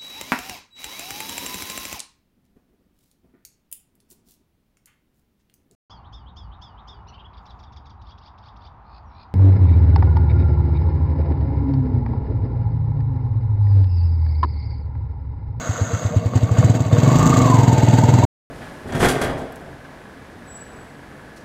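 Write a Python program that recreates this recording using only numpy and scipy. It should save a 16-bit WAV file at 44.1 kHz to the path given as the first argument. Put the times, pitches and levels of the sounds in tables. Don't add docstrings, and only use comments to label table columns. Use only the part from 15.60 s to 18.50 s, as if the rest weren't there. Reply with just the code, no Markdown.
import sys
import numpy as np
from scipy import signal
from scipy.fft import rfft, irfft, next_fast_len
from scipy.io import wavfile

SR = 44100
rng = np.random.default_rng(int(sys.argv[2]) if len(sys.argv) > 2 else 0)


def materialize(psi):
    bounded = np.clip(np.atleast_2d(psi).T, -1, 1)
    quanta = np.round(bounded * 32767).astype(np.int16)
    wavfile.write(sys.argv[1], SR, quanta)


N = 127890
TIME = np.arange(N) / SR
CRUISE_RATE = 20
LEAD_PERIODS = 3 / 4


def exhaust_boom(cycle, rate, force_db):
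    out = np.zeros(N)
    for i in passes(cycle):
        speed = rate[i] / CRUISE_RATE
        hz = 97.9 + 20.2 * speed ** 2.03
        rise_s = 0.012 / speed ** 0.17
        near = slice(max(i - SR // 50, 0), i + SR // 10)
        age = np.maximum(TIME[near] - TIME[i] + LEAD_PERIODS / hz, 0)
        swell = (age / rise_s * np.exp(1 - age / rise_s)) ** 2.86
        out[near] += from_db(force_db[i] - 3.5) * swell * np.sin(2 * np.pi * hz * age)
    return out


def pressure_front(cycle, effort_db, punch_hz=206, punch_s=0.0018, crack_s=0.003):
    punch, crack = np.zeros(N), np.zeros(N)
    for i in passes(cycle):
        near = slice(max(i - SR // 50, 0), i + SR // 50)
        age, gain = TIME[near] - TIME[i], from_db(effort_db[i])
        punch[near] -= gain * bell(age, punch_s) * np.cos(2 * np.pi * punch_hz * age)
        crack[near] += gain * bell(age, crack_s)
    return from_db(-17.5) * punch + from_db(-27.5) * crack * (noise(GAS_EQ) + noise(TICK_EQ))


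# f/Hz, level/dB, t60/s
BODY_MODES = [(165.4, -22, 0.26), (258.8, -17.5, .15), (297, -20.5, 0.044), (386, -23, 0.11),
              (470, -36.5, 0.12), (642.2, -26, 0.13), (879, -29, 0.15), (1240, -38.5, 0.24)]

def body_ring(cycle, throttle_db, spread_db=2.2):
    hits, out = passes(cycle), 0
    for hz, db, t60 in BODY_MODES:
        hit_db = db + throttle_db[hits] + spread_db * rng.standard_normal(len(hits))
        onsets = np.maximum(hits - int(LEAD_PERIODS / hz * SR), 0)
        out = out + ring(clicks_at(onsets, hit_db), hz, t60)
    return out


# f/Hz, level/dB
PANEL_EQ = [(40, -18), (90, -3.5), (200, 5), (380, 3), (550, -4.5), (900, -8.5), (1400, -18.5), (2500, -22),
            (4600, -27), (5100, -26.5), (6600, -19), (7600, -14), (9000, -37)]

def loose_panels(cycle, throttle_db, t60=0.19):
    hits = passes(cycle)
    tail = noise(PANEL_EQ) * from_db(-22.5 - 60 * TIME / t60)
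    return signal.fftconvolve(clicks_at(hits, throttle_db[hits]), tail)[:N]


# t/s, f/Hz, level/dB, pulsing/0-1
WHISTLE = [(1.3, 1134, -38.5, 0.23), (1.44, 1110, -37, 0.8), (1.49, 1109, -22, 0.3), (1.65, 1170, -19, 0.3),
           (1.82, 1132, -21, 0.37), (1.98, 950, -19, 0.1), (2.25, 848, -27.5, 0.77),
           (2.64, 913.5, -22, 0.72)]
# t/s, position/cycles after the firing
GULP_TIMING = [(1.9, -.27), (2.35, -0.022)]

def intake(cycle, width_hz=136):
    hz, db, pulsing = automate(WHISTLE)
    at, = automate(GULP_TIMING)
    gulp = stroke(cycle, at, span=.14, floor=0)
    pitch = hz * (1 + .15 * pulsing * (gulp - .5))
    turns = np.cumsum(pitch) / SR
    gulp_starts = np.diff(np.floor(cycle - at + .5), prepend=0) > 0
    turns -= np.maximum.accumulate(turns * gulp_starts)
    clear = np.sin(2 * np.pi * turns) * np.abs(np.cos(np.pi * (cycle - at)))
    whistle = unit_rms(from_db(5.5) * 2 * pulsing * clear + narrow_noise(pitch, width_hz))
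    return from_db(db) * whistle * (1 - pulsing * (1 - gulp))


# f/Hz, level/dB
GAS_EQ = [(300, 0.5), (700, 1.5), (1200, -3.5), (1500, -2.5), (2500, -8.5), (3600, -9), (4650, -6.5),
          (5000, -19), (5900, -21.5), (6500, -4), (7600, -17.5), (8400, -16.5), (12000, -15),
          (15500, -16.5)]
# f/Hz, level/dB
RUMBLE_EQ = [(25, -25), (50, -2.5), (110, 12.5), (200, 9), (380, -7), (550, -8), (900, -5.5), (1500, -42)]

def gas_and_rumble(cycle, throttle_db, grain_db=3):
    grit = noise(GAS_EQ) * from_db(-30.5 + grain_db * drift(150))
    puffs = grit * stroke(cycle, at=0.02, span=0.18, floor=0.66)
    rumble = from_db(-19) * noise(RUMBLE_EQ)
    return from_db(throttle_db) * (puffs + rumble)


# position/cycles after the firing, level/dB at full_rate
VALVE_TICKS = [(-.19, -26), (0.033, -16), (0.302, -21)]
VALVE_TAPS = [1.586, 1.658, 1.674, 1.695, 1.771, 1.789]
# f/Hz, level/dB
TICK_EQ = [(1500, -10), (4400, -20.5), (5300, -21), (6700, 1.5), (7500, -3.5), (8500, -17), (12000, -13),
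           (15500, -7)]

def valves(cycle, rate, full_rate=32.3, spread_db=1.5, decay_s=0.0022):
    clicks = clicks_at((np.array(VALVE_TAPS) * SR).astype(int), np.full(len(VALVE_TAPS), -15.5))
    for at, db in VALVE_TICKS:
        hits = passes(cycle, at)
        hit_db = db + 0.7 * (rate[hits] - full_rate) + spread_db * rng.standard_normal(len(hits))
        clicks += clicks_at(hits, hit_db)
    envelope = signal.lfilter([1], [1, -np.exp(-1 / (decay_s * SR))], clicks + 1e-18)
    return envelope * noise(TICK_EQ)


# t/s, level/dB
KNOCK_CUES = [(.736, -0.5), (.893, -1.5), (.968, -1.5), (1.028, 2.5), (1.314, 1), (1.368, 5.5), (1.417, -1),
              (1.462, -0.5)]
# f/Hz, level/dB, t60/s
KNOCK_RING = [(490, -29, 0.074), (625, -21.5, 0.055), (1113, -26, 0.063), (1140, -25, 0.014),
              (1276, -45.5, .025)]

def knocks(spread_db=0.97):
    times, cue_db = np.transpose(KNOCK_CUES)
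    hits, out = (times * SR).astype(int), 0
    for hz, db, t60 in KNOCK_RING:
        hit_db = cue_db + db + rng.normal(0, spread_db, len(hits))
        out = out + ring(clicks_at(hits, hit_db), hz, t60)
    return out


def casing(cycle, throttle_db):
    buzz = unit_rms(narrow_noise(hz=479, width_hz=35) + narrow_noise(hz=631.4, width_hz=76))
    compression = stroke(cycle, at=-0.19, span=0.065, floor=0.35)
    return from_db(-26.5 + 0.091 * throttle_db) * buzz * compression


def crank(cycle, rate):
    return from_db(-43 + 2.35 * (rate - CRUISE_RATE)) * np.sin(2 * np.pi * 2 * cycle)


# t/s, f/Hz, level/dB, half length/s
PANEL_NOTE = (1.36, 482, -21, 0.02)

def panel_note():
    peak_s, hz, db, span = PANEL_NOTE
    return from_db(db) * bell(TIME - peak_s, span) * np.sin(2 * np.pi * hz * TIME)


# t/s, f/Hz, level/dB, t60/s
CLINK_CUE = (1.328, 3630, -30, .08)

def clink():
    start_s, hz, db, t60 = CLINK_CUE
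    return ring(clicks_at([int(start_s * SR)], [db]), hz, t60)


# t/s, level/dB
STARTER_FADER = [(0, -31), (.3, -33.5), (.45, -34.5), (.54, -43), (.62, -55)]
# f/Hz, level/dB
STARTER_EQ = [(200, -5), (600, -7.5), (950, -6), (1350, 1), (1700, -10.5), (2500, -19.5), (4400, -16),
              (5000, -23.5), (5900, -24.5), (6200, -11), (6680, 0), (6900, -22), (7300, -10), (8000, -25.5),
              (15000, -24)]

def starter(grain_db=2.5):
    db, = automate(STARTER_FADER)
    return from_db(db + grain_db * drift(250)) * noise(STARTER_EQ)


def cowl(hiss, t60=0.049):
    tail = rng.standard_normal(N) * from_db(-23.5 - 60 * TIME / t60)
    return hiss + signal.fftconvolve(hiss, tail)[:N]


def from_db(db):
    return 10 ** (np.asarray(db) / 20)


def unit_rms(x):
    return x / np.sqrt(np.mean(x ** 2) + 1e-20)


def automate(rows):
    times, *columns = np.transpose(rows)
    return [np.interp(TIME, times, column) for column in columns]


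def equalise(x, eq):
    hz, db = np.transpose(eq)
    size = next_fast_len(N + 4096)
    bin_hz = np.maximum(np.arange(size // 2 + 1) * SR / size, 1)
    gain = from_db(np.interp(np.log(bin_hz), np.log(hz), db))
    return irfft(rfft(x, size) * gain, size)[:N]


def noise(eq):
    return unit_rms(equalise(rng.standard_normal(N), eq))


def drift(rate_hz):
    lowpass = signal.butter(2, rate_hz, fs=SR, output="sos")
    return unit_rms(signal.sosfilt(lowpass, rng.standard_normal(N + SR))[SR:])


def narrow_noise(hz, width_hz):
    angle = 2 * np.pi * np.cumsum(hz * np.ones(N)) / SR
    return unit_rms(drift(width_hz / 2) * np.cos(angle) + drift(width_hz / 2) * np.sin(angle))


def ring(clicks, hz, t60):
    r, w = from_db(-60 / (t60 * SR)), 2 * np.pi * hz / SR
    return signal.lfilter([0, np.sin(w)], [1, -2 * r * np.cos(w), r * r], clicks + 1e-18)


def passes(cycle, at=0):
    return np.flatnonzero(np.diff(np.floor(cycle - at)) > 0)


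def clicks_at(samples, db):
    return np.bincount(samples, from_db(db), N)


def bell(offset, span):
    return np.exp(-.5 * (offset / span) ** 2)


def stroke(cycle, at, span, floor):
    offset = (cycle - at + .5) % 1 - .5
    return floor + (1 - floor) * bell(offset, span)


# t/s, rate/firings per second
REVS = [(0.0, 8.34), (0.259, 8.19), (0.561, 9.04), (0.62, 11.39), (0.713, 9.2), (0.793, 14.15),
        (0.9, 11.51), (1.061, 18.79), (1.23, 18.95), (1.27, 13.48), (1.456, 22.92), (1.598, 28.32),
        (1.898, 23.7), (2.173, 19.15), (2.65, 20.35)]
# t/s, level/dB
FIRING_FORCE = [(.09, -8), (.21, -5), (.34, -9), (.45, -7), (.565, -2), (.66, -5), (.758, -1.5),
                (.914, -3.5), (.986, 0), (1.1, 0.5), (1.152, -10.5), (1.205, -3.5), (1.262, -10), (1.33, 1),
                (1.56, -5.5), (1.8, -4.5), (2, -1), (2.64, -2.5)]
# t/s, level/dB
THROTTLE_FADER = [(0, -16), (.56, -9.5), (.7, -11.5), (.76, -4.5), (.9, -10), (.99, -1.5), (1.1, -4),
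                  (1.15, -4), (1.27, -9), (1.34, -2.5), (1.46, 1.5), (1.62, 1.5), (1.8, 2.5), (2.05, 0),
                  (2.3, 0.5), (2.64, 0.5)]

def scene():
    rate, = automate(REVS)
    force_db, = automate(FIRING_FORCE)
    throttle_db, = automate(THROTTLE_FADER)
    cycle = .22 + np.cumsum(rate) / SR
    thumps = exhaust_boom(cycle, rate, force_db) + pressure_front(cycle, force_db + throttle_db)
    shake = body_ring(cycle, throttle_db) + loose_panels(cycle, throttle_db) + crank(cycle, rate)
    clatter = casing(cycle, throttle_db) + valves(cycle, rate) + knocks() + panel_note() + clink()
    air = intake(cycle) + cowl(gas_and_rumble(cycle, throttle_db) + starter())
    return (thumps + shake + clatter + air)[None]


# f/Hz, level/dB
MIC_EQ = [(20, -16.5), (60, 0), (8350, -1.5), (8750, -16.5), (10200, -25.5), (11300, -34.5), (11650, -14),
          (16000, -13)]

def record(dry, ceiling=.95, end_s=2.652, fade_s=0.0013, stopband_hz=16200):
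    x = equalise(dry[0], MIC_EQ)
    x = x / (1 + (x / ceiling) ** 8) ** (1 / 8)
    x = x * np.clip((end_s - TIME) / fade_s, 0, 1)
    high_cut = signal.cheby2(16, 70, stopband_hz, fs=SR, output="sos")
    return signal.sosfilt(high_cut, x + 1e-18)[None]


dry = scene()
out = record(dry)
materialize(out)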